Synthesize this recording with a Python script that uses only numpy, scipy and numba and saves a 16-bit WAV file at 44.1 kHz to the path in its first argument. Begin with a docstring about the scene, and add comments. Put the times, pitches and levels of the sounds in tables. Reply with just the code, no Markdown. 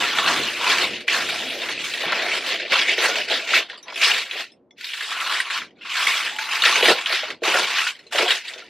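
"""Foil pulled open around a loaf

Kitchen counter in a small hard room, hands close to a pair of microphone ports.
Each buckling crease rings a small patch of foil for milliseconds: thousands crinkle, the largest snap.
Large panels under the palm pop hollowly, a taut one creaks, and loaf and wrists bump the counter.
Behind, without the room's tail, a fridge rumbles and hums, fading over the first seconds."""
import sys
import numpy as np
from scipy import signal
from scipy.fft import rfft, irfft
from scipy.io import wavfile
from scipy.ndimage import map_coordinates
from numba import njit

SR = 44100
rng = np.random.default_rng(int(sys.argv[2]) if len(sys.argv) > 2 else 0)


def volts_from_decibels(level):
    """Turn decibel levels (scalar or array-like) into linear amplitude factors."""
    exponent = np.asarray(level, float) / 20
    return 10 ** exponent


def master_out(mix):
    """Clip the mix to full scale and print it as 16-bit PCM to the path in sys.argv[1]."""
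    frames = np.transpose(np.atleast_2d(mix))
    ceiling = np.clip(frames, -1, 1)
    pcm = np.round(ceiling * 32767).astype(np.int16)
    wavfile.write(sys.argv[1], SR, pcm)


N = 383224
T = np.arange(N) / SR

# fridge loudness at the microphone: (time [s], level [dB])
FRIDGE_LEVEL = [(0, -44.5), (1, -47.5), (1.7, -50.5), (2.6, -54.5), (3.4, -59), (3.8, -63), (4.6, -66),
                (6, -62.5), (8.69, -66)]
# spectrum shape of the fridge rumble: (frequency [Hz], relative density [dB per Hz])
RUMBLE_SPECTRUM = [(30, -37.5), (60, -11), (130, -6), (260, 4), (480, 0.5), (800, -8.5), (1300, -21),
                   (3000, -40), (15000, -64)]
# motor lines of the fridge: (frequency [Hz], level against the rumble before it wavers [dB])
MOTOR_LINES = [(236.9, -27.5), (355.3, -5), (473.7, -11.5), (581, -13)]
# how unlike the two ports hear a ring: (frequency [Hz], side against mid [dB])
PORT_DIFFERENCE = [(60, -33), (110, -8), (200, -28), (380, -23), (700, -19.5), (1290, -31), (2380, -44.5),
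                   (4400, -8), (8120, 0.5), (15000, 4)]
# bumps on the counter: (time [s], relative level [dB], pitch [Hz])
COUNTER_KNOCKS = [(0.829, -37, 82), (1.358, -45, 140), (1.719, -56, 171), (2.057, -34.5, 176),
                  (2.711, -40.5, 151.4), (6.909, -36.5, 159)]
# hollow pops of large panels under the palm: (time [s], relative level [dB], pitch [Hz])
PANEL_POPS = [(0.184, -19.5, 817), (0.599, -29, 606), (1.047, -34, 474), (2.036, -23, 802),
              (2.226, -52, 500), (2.274, -40, 740), (2.617, -31, 427), (2.98, -17.5, 467),
              (3.041, -22, 782), (3.089, -16.5, 561), (3.157, -26, 600), (3.304, -20.5, 656),
              (3.516, -23, 610), (4.017, -25, 640), (4.067, -27, 490), (4.352, -27, 580), (6.652, -24, 608),
              (6.827, -9.5, 485), (6.882, -7, 467), (7.1, -26.5, 654), (7.231, -21.5, 620),
              (7.42, -15, 470), (7.477, -16, 417), (7.51, -28, 530), (7.546, -13.5, 554), (7.599, -28, 482),
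              (8.06, -41, 465), (8.148, -15, 570), (8.199, -21, 499), (8.227, -14.5, 456),
              (8.259, -18, 730), (8.56, -33, 490), (8.588, -36.5, 515)]
# taut panel creaking under the sliding hand: (time [s], pitch [Hz], level of each slip [dB])
PANEL_CREAK = [(6.26, 835, -55.5), (6.32, 825, -35.5), (6.42, 887, -36), (6.5, 900, -42), (6.7, 852, -44),
               (6.76, 873, -29.5), (6.9, 923, -29), (6.97, 890, -45)]
# usual colour of the foil: (frequency [Hz], relative density [dB per Hz])
FOIL_SPECTRUM = [(150, -26.5), (300, -16.5), (475, -7), (630, -9), (800, -8.5), (1200, -6.5), (1700, -4.5),
                 (2590, -2), (4120, -8.5), (6500, -21.5), (10900, -34.5), (13200, -35.5), (15500, -47.5)]
# typical decay of a foil patch: (frequency [Hz], time to fall 60 dB [s])
PATCH_DECAY = [(150, 0.051), (500, 0.051), (2500, 0.024), (8000, 0.074), (15000, 0.0077)]
# where big, middling, usual, usual and fine patches ring: frequency [Hz]
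PATCH_ZONES = [600, 1100, 2000, 4500, 8000]
# pitch ratios of the modes of one small patch: ratio [1]
PATCH_MODES = [1.9, .63, 1, 1.6]
# buckles that stand out: (time [s], relative level [dB], centre pitch [Hz])
LARGE_BUCKLES = [(0.0396, -16.5, 2770), (0.185, 1, 1656), (0.2732, -6.5, 1270), (0.6888, -9, 2480),
                 (0.814, -4.5, 2740), (1.0798, 2.5, 2050), (1.2873, -7.5, 1970), (1.6172, -10, 2690),
                 (1.6871, -8.5, 3000), (1.8387, -12, 2200), (1.937, -7, 2860), (2.0023, -17, 2510),
                 (2.121, -2.5, 1400), (2.2177, -10.5, 2740), (2.598, -9.5, 2150), (2.7201, -1.5, 1950),
                 (2.7891, -0.5, 2400), (2.8717, -17, 2120), (2.9791, -3.5, 2350), (3.028, -20.5, 3170),
                 (3.1557, -8.5, 2440), (3.2994, -5.5, 2610), (3.505, -11.5, 3020), (3.532, 1, 1650),
                 (3.684, -53, 4730), (3.6977, -14, 2260), (3.73, -23.5, 1456), (3.7758, -27, 4860),
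                 (3.8275, -27.5, 6030), (3.8694, -27, 1045), (3.8816, -17.5, 2640), (3.8995, -23, 3410),
                 (3.923, -18, 1080), (3.942, -20, 3760), (3.9579, -9, 3010), (4.0285, -2, 1805),
                 (4.1716, -11.5, 1870), (4.3103, -10, 2620), (4.332, -20.5, 2840), (4.518, -38, 5280),
                 (4.708, -33, 3450), (4.778, -47, 2510), (4.806, -23.5, 2240), (4.8427, -15, 3330),
                 (4.9342, -10, 3190), (5.007, -9, 1900), (5.099, -18.5, 2350), (5.1637, -13, 1144),
                 (5.2016, -8, 2920), (5.5007, -6, 1850), (5.6174, -12.5, 1640), (5.706, -40, 3120),
                 (5.8097, -49, 2690), (5.8486, -21.5, 1174), (5.9539, -13, 2500), (6.0683, 2, 2450),
                 (6.3864, -3, 1994), (6.5674, -7.5, 2210), (6.6362, 2.5, 1890), (6.6524, 4.5, 2490),
                 (6.754, -3, 2050), (6.8259, -1.5, 2540), (6.8518, -5, 2350), (7.0586, -4.5, 2660),
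                 (7.1237, -9, 3510), (7.3025, -11, 2560), (7.4335, -7, 2190), (7.4749, -5, 2380),
                 (7.866, -6.5, 1490), (7.9505, -26.5, 3120), (7.989, -33, 4320), (8.033, -46.5, 3500),
                 (8.0666, -30, 4080), (8.122, -18, 1840), (8.1812, -3, 2740), (8.304, -2.5, 2460),
                 (8.481, -16.5, 3330), (8.44, -26, 3270), (8.535, -21.5, 3860), (8.578, -25, 3690),
                 (8.621, -27.5, 2160)]
# hand moves, each a wave of crinkling:
# (start [s], swell [s], hold [s], relative level after the swell [dB], change over the hold [dB])
HAND_MOVES = [(-.03, 0.016, .14, -20, -5), (0.129, 0.046, 0.035, -21, -4), (0.211, 0.064, 0.26, -18.5, -8),
              (0.549, 0.15, .15, -18, -2.5), (0.844, 0.017, 0.11, -31, 0.5),
              (0.984, 0.022, 0.045, -32, -18), (1.072, 0.0095, 0.028, -24, -10),
              (1.092, 0.042, 0.047, -17, -4), (1.152, 0.033, 0.52, -23, -8),
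              (1.58, 0.12, 0.029, -27.5, 0.5), (1.738, 0.066, 0.17, -26, -10),
              (1.894, 0.14, .34, -23.5, 1.5), (2.393, 0.075, 0.072, -23, 2.5),
              (2.571, 0.025, 0.27, -26.5, -14), (2.697, 0.025, 0.1, -15.5, -3),
              (2.851, 0.049, 0.027, -15.5, -1.5), (2.964, 0.073, 0.13, -16, -9.5),
              (3.157, 0.019, 0.074, -22.5, -7.5), (3.277, 0.044, .09, -18.5, -9.5),
              (3.42, 0.029, 0.025, -26.5, -17), (3.47, 0.091, 0.028, -13.5, -4),
              (3.679, 0.013, 0.18, -36.5, -24), (3.85, 0.048, 0.049, -39.5, 1),
              (3.937, 0.043, 0.06, -28, 4), (4.007, 0.0087, 0.13, -15.5, -1.5),
              (4.15, 0.017, 0.06, -22.5, -3.5), (4.253, .13, 0.023, -27.5, 3.5),
              (4.452, .01, 0.065, -49, -14), (4.777, 0.089, 0.26, -31.5, 4),
              (5.117, 0.23, 0.064, -20.5, -5.5), (5.441, 0.13, 0.012, -23, -2),
              (5.564, 0.038, 0.043, -36.5, -3), (5.76, .03, .03, -51, -2.5),
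              (5.811, 0.056, 0.11, -32.5, 1.5), (5.898, 0.097, 0.21, -20, -3.5),
              (6.152, .1, 0.16, -24.5, -13.5), (6.37, 0.053, 0.063, -27, -11.5),
              (6.428, 0.081, 0.053, -25, 4.5), (6.588, 0.075, 0.16, -14, -9.5),
              (6.805, 0.048, .05, -14.5, 4), (6.926, 0.052, 0.041, -23, -6.5),
              (7.047, 0.081, 0.18, -19.5, -12.5), (7.425, 0.023, 0.14, -22.5, 4.5),
              (7.604, 0.017, 0.1, -21, -5.5), (7.665, .13, .1, -20.5, -9), (7.93, .02, 0.39, -46, -40),
              (8.121, 0.064, 0.045, -19, -2.5), (8.242, 0.064, 0.071, -17.5, -8.5),
              (8.393, 0.093, 0.064, -31, -6.5), (8.552, 0.021, 0.094, -38, -7.5)]
# crinkle colour against the usual one: (time [s], big panels [dB], middling panels [dB], fine creases [dB])
CRINKLE_COLOUR = [(.05, -1.5, 2.5, 1), (.3, -0.5, 7, 2.5), (.53, -3, -5, 4), (.62, -3.5, 6.5, 2.5),
                  (.84, 1.5, 0.5, 3), (.97, -5, -19, -2), (1.15, -2, 0, 2), (1.55, 6, -12.5, 2),
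                  (1.69, 4, -3, 0), (1.77, -1, -21, -6), (1.84, -11, 1, 6.5), (1.92, 2, -15, 7.5),
                  (2.1, 5, -0.5, -7), (2.45, 2.5, -3.5, 1), (2.65, 7, -22, -10), (2.75, -1, 2.5, -4),
                  (2.92, -0.5, -16.5, -4.5), (3.05, 4.5, 2, 2), (3.3, 4, -10, -2.5),
                  (3.56, -1.5, -10, -2.5), (3.89, 7.5, 17, -8), (3.96, 0, -15, 4.5), (4.05, -10, -1.5, 0.5),
                  (4.4, 0, -9, 1.5), (4.8, -23, -20, 3), (5.1, -9, 2, 3.5), (5.36, -7.5, 4.5, 1),
                  (5.88, -24, 0.5, -3.5), (6.02, -6, 1.5, 4.5), (6.6, -13.5, -1.5, 1.5),
                  (6.9, 10, 0.5, 3.5), (7.06, -10.5, 1.5, 2), (7.14, -1.5, -4, -2), (7.21, -16, -6, -2.5),
                  (7.3, 7.5, 2, -5), (7.45, 6, 5, 4), (7.65, 3.5, 0, 2), (7.75, -11.5, 3.5, 0.5),
                  (8.1, -5, 4, 12), (8.2, 9, 2.5, 1.5), (8.4, -10, -13.5, -1), (8.69, 9, 0, 3)]

RUMBLE_SIDE_DB = -14
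ROOM_T60_S, ROOM_DB, ROOM_TOP_HZ = 0.077, -16.5, 4930
LOW_HZ, TOP_HZ = 150, 15800  # pitch range of the foil patches
RISE_CYCLES = 0.7  # time constant of the swell, in cycles: a crease gives way over about one
SHEET_LOW_HZ = 230  # a thin sheet radiates little below this
TOUCH_DB_PER_S, SWELL_DB, RELEASE_DB_PER_S = 1509, 11, 346  # how every move sets in, grows, lets go
SILENT_DB = -200
MIC_LOW_HZ = 45


def on_log(hz, table):
    """Reads a (frequency, value) table on a log-frequency axis."""
    table_hz, value = np.transpose(table)
    return np.interp(np.log(hz), np.log(table_hz), value)


def fridge(flicker_db, flicker_rate):
    """Low rumble whose level wavers at random, with steady motor lines on it."""
    hz = np.maximum(np.fft.rfftfreq(N, 1 / SR), 1)
    # the side loses its deepest bass
    shape = volts_from_decibels(on_log(hz, RUMBLE_SPECTRUM)) * np.array([1 + 0 * hz, hz / (hz + 300)])
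    rumble = irfft(rfft(rng.standard_normal((2, N))) * shape, N)
    rumble = rumble / rumble.std(axis=1, keepdims=True)
    rumble = rumble * volts_from_decibels(np.array([[0], [RUMBLE_SIDE_DB]]))
    knots = np.arange(0, N / SR + 1, 1 / flicker_rate)
    waver = volts_from_decibels(flicker_db * np.interp(T, knots, rng.standard_normal(len(knots))))
    hum = sum(volts_from_decibels(db) * np.sqrt(2) * np.sin(2 * np.pi * hz * T) for hz, db in MOTOR_LINES)
    level = volts_from_decibels(np.interp(T, *np.transpose(FRIDGE_LEVEL)))
    return (rumble * waver + hum * np.array([[1], [.1]])) * level


def room(x):
    """Tiles, counter and cupboards give back a short, duller tail, modelled as decaying noise."""
    t = T[:SR // 2]
    decay = np.exp(-np.log(1000) * t / ROOM_T60_S)
    onset = np.minimum(t / 0.0042, 1)
    tail = rng.standard_normal((2, len(t))) * decay * onset
    tail = signal.lfilter(*signal.butter(1, ROOM_TOP_HZ, fs=SR), tail)
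    tail = tail / np.sqrt(np.sum(tail ** 2, axis=1, keepdims=True))
    return x + volts_from_decibels(ROOM_DB) * signal.fftconvolve(x, tail, axes=1)[:, :N]


@njit
def ring(start, turn, rise, size, side, length, total):
    """Adds up sine rings that swell quickly and fade; rows of the result are mid and side."""
    out = np.zeros((2, total))
    for k in range(len(start)):
        phasor, unrisen = size[k] + 0j, 1.
        for i in range(start[k], min(start[k] + length[k], total)):
            wave = phasor * (1 - unrisen) ** 2
            out[0, i] += wave.imag
            out[1, i] += (wave * side[k]).imag
            phasor *= turn[k]
            unrisen *= rise[k]
    return out


def patches(s, hz, db, t60):
    """Rings of the given pitch, strength and decay, each with its own phase between mid and side."""
    s, hz, db, t60 = (np.ravel(v) for v in np.broadcast_arrays(s, hz, db, t60))
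    turn = np.exp((2j * np.pi * hz - np.log(1000) / t60) / SR)
    rise = np.exp(-hz / (RISE_CYCLES * SR))
    phase, polarity = rng.random((2, len(s)))
    side = volts_from_decibels(on_log(hz, PORT_DIFFERENCE)) * np.exp(2j * np.pi * phase)
    size = volts_from_decibels(db) * np.sign(polarity - .5)
    # each ring is followed down by 30 dB
    length = np.where(db > SILENT_DB, t60 * SR * .5, 0).astype(np.int64)
    return ring((s * SR).astype(np.int64), turn, rise, size, side, length, N)


def knocks():
    """Loaf and wrists bump the counter: three dull, quickly damped modes."""
    s, db, hz = (c[:, None] for c in np.transpose(COUNTER_KNOCKS))
    return patches(s, hz * np.array([1, .62, 1.5]), db + np.array([0, -4, -3]), 0.098)


def creak(count):
    """Quick slips keep one panel mode ringing while its pitch drifts."""
    times, hz, db = np.transpose(PANEL_CREAK)
    s = times[0] + (times[-1] - times[0]) * rng.random(count)
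    return patches(s, np.interp(s, times, hz), np.interp(s, times, db), 0.066)


def pops():
    """A large panel flips over with a short hollow ring of three modes."""
    s, db, hz = (c[:, None] for c in np.transpose(PANEL_POPS))
    return patches(s, hz * np.array([1, .8, 1.3]), db + np.array([-3, -9, -8]), 0.082)


def any_pitch(chance):
    """Small patches outnumber large ones: pitches crowd towards the treble octaves."""
    return LOW_HZ + (TOP_HZ - LOW_HZ) * np.clip(chance, 0, 1) ** 2


def hands_db(s):
    """Handling level: each move sets in, swells, holds and lets go; overlapping moves add in power."""
    start, swell, hold, db, change_db = np.transpose(HAND_MOVES)
    swell, hold = np.maximum(swell, .002), np.maximum(hold, .002)
    since = np.asarray(s)[..., None] - start
    touch = TOUCH_DB_PER_S * np.minimum(since, 0)
    growth = -SWELL_DB * np.clip(1 - since / swell, 0, 1)
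    drift = change_db * np.clip((since - swell) / hold, 0, 1)
    release = -RELEASE_DB_PER_S * np.maximum(since - swell - hold, 0)
    db = db + touch + growth + drift + release
    return 10 * np.log10(np.sum(volts_from_decibels(np.maximum(db, SILENT_DB)) ** 2, axis=-1))


def lesser_snaps(count, over_db, low_hz, octaves):
    """Smaller buckles at random moments follow the handling level, each at its own pitch."""
    moment, strength, pitch = rng.random((3, count))
    s = moment * N / SR
    return np.transpose([s, hands_db(s) + over_db * strength, low_hz * 2 ** (octaves * pitch)])


def snaps(buckles, size, spread, skirt_db, gain_db, longer, tear_s, faint_db, crack_share):
    """A large buckle runs along the fold: modes bunched at its own pitch and a broad crack."""
    s, db, centre_hz = (c[:, None] for c in np.transpose(buckles))
    chance = rng.random((len(buckles), 4, size))
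    # a faint buckle stirs one patch only: its few modes ring longer, with less crack
    faint = np.clip((faint_db - db) / 12, 0, 1)
    octaves = spread * (1 - .85 * faint) * (chance[:, 0] - chance[:, 3])
    bunch_hz = centre_hz * 2 ** octaves * np.resize(PATCH_MODES, size) ** faint
    bunch_db = -22 * np.log2(np.maximum(bunch_hz / centre_hz, 1)) * faint
    crack_hz = any_pitch(0.23 + 0.66 * chance[:, 1])
    crack_db = on_log(crack_hz, FOIL_SPECTRUM) + 10 * np.log10(crack_hz / 2500)
    crack_db = crack_db + skirt_db - 8 * faint
    hz = np.hstack([bunch_hz, crack_hz])
    level_db = db + gain_db + np.hstack([bunch_db, crack_db])
    # the crack starts at once, the bunched modes follow along the fold
    stagger_s = tear_s * np.hstack([chance[:, 2] ** 3, 0 * crack_hz])
    stretch = np.hstack([longer + 0 * bunch_hz, crack_share * longer + 0 * crack_hz])
    t60 = stretch * (1 + 1.1 * faint) * on_log(hz, PATCH_DECAY)
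    return patches(s + stagger_s, hz, level_db, t60)


def strain_db(s, hush_s, burst_s, burst_share, usual_db, hush_share):
    """The sheet holds still before a large buckle and lets go a shower of creases after it."""
    when, peak_db, _ = np.transpose(sorted(LARGE_BUCKLES))
    # the further a buckle stands above the rustle leading up to it, the more strain it had stored
    stored_db = hush_share * np.clip(peak_db - hands_db(when - hush_s) - usual_db, 0, 20)
    after = np.clip(np.searchsorted(when, s), 1, len(when) - 1)
    before = after - 1
    hush = stored_db[after] * np.exp(-np.abs(when[after] - s) / hush_s)
    burst = burst_share * stored_db[before] * np.exp(-np.abs(s - when[before]) / burst_s)
    return burst - hush


def patchy_db(s, hz, depth_db, cell_s, cell_octaves):
    """Parts of the sheet take turns, so the colour wanders at random over time and pitch."""
    field = rng.standard_normal((600, 40))
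    where = np.broadcast_arrays(s / cell_s, np.log2(hz / LOW_HZ) / cell_octaves)
    return depth_db * map_coordinates(field, where, order=1, mode="mirror")


def crinkle(count, size, scatter_db, mode_db, gain_db, busy_db, sparsest, gentle_db):
    """Creases buckle at random moments, few large and many small; each rings several patch modes."""
    chance = rng.random((count, 3 + 3 * size))
    s = chance[:, :1] * N / SR
    hz = any_pitch(chance[:, 3::3])
    t60 = on_log(hz, PATCH_DECAY) * (.5 + chance[:, 4::3])
    level_db = hands_db(s)

    times, *zones = np.transpose(CRINKLE_COLOUR)
    big, middling, fine = (np.interp(s, times, z) for z in zones)
    # how far each pitch belongs to each of the five zones
    share = [np.interp(np.log(hz), np.log(PATCH_ZONES), row) for row in np.eye(5)]
    colour_db = on_log(hz, FOIL_SPECTRUM)
    colour_db = colour_db + share[0] * big + share[1] * middling + share[4] * fine
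    # gentle handling stirs the middling and fine patches less
    colour_db = colour_db + 0.44 * np.clip(level_db - gentle_db, -30, 0) * (share[1] + share[4])
    colour_db = colour_db + patchy_db(s, hz, depth_db=3.0, cell_s=.04, cell_octaves=0.2995)
    # a shorter ring starts stronger to carry the same energy; sqrt(hz) offsets the crowding of pitches
    colour_db = colour_db + 10 * np.log10(np.sqrt(hz) / t60)

    blow_db = -scatter_db * np.log(chance[:, 1:2]) + mode_db * (chance[:, 5::3] - .5)
    # gentle handling buckles fewer creases, each stronger for it, so they are heard singly
    busy = np.clip(volts_from_decibels(level_db - busy_db), sparsest, 1)
    blow_db = np.where(chance[:, 2:3] < busy, blow_db - 10 * np.log10(busy), SILENT_DB)
    strain = strain_db(s, hush_s=0.0098, burst_s=0.02, burst_share=0.86, usual_db=3.0, hush_share=0.27)
    return patches(s, hz, level_db + strain + colour_db + blow_db + gain_db, t60)


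def scene():
    """Foil and knocks in the room over the fridge, turned from mid and side into left and right."""
    foil = crinkle(count=20000, size=8, scatter_db=2.0, mode_db=2, gain_db=-39.5,
                   busy_db=-37.0, sparsest=0.46, gentle_db=-32)
    lesser = lesser_snaps(count=250, over_db=8.5, low_hz=1395, octaves=1.6)
    foil = foil + snaps(np.vstack([LARGE_BUCKLES, lesser]), size=12, spread=0.675, skirt_db=1.0,
                        gain_db=-18.0, longer=.8, tear_s=0.0055, faint_db=-15, crack_share=.3)
    foil = foil + pops() + creak(count=150)
    sheet_cut = signal.butter(3, SHEET_LOW_HZ, "high", fs=SR, output="sos")
    foil = signal.sosfilt(sheet_cut, foil)
    mid, side = room(foil + knocks()) + fridge(flicker_db=5.5, flicker_rate=7.5)
    return np.array([mid + side, mid - side])


def top_cut(x):
    """Nothing passes above the cut-off."""
    return signal.sosfilt(signal.butter(12, 16490, fs=SR, output="sos"), x)


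def record(dry):
    """The microphone chain rounds the loudest peaks, then cuts the deepest bass."""
    rounded = np.tanh(0.8 * dry) / np.tanh(.8)
    bass_cut = signal.butter(2, MIC_LOW_HZ, "high", fs=SR, output="sos")
    mix = signal.sosfilt(bass_cut, rounded)
    return top_cut(mix)


dry = scene()
out = record(dry)
master_out(out)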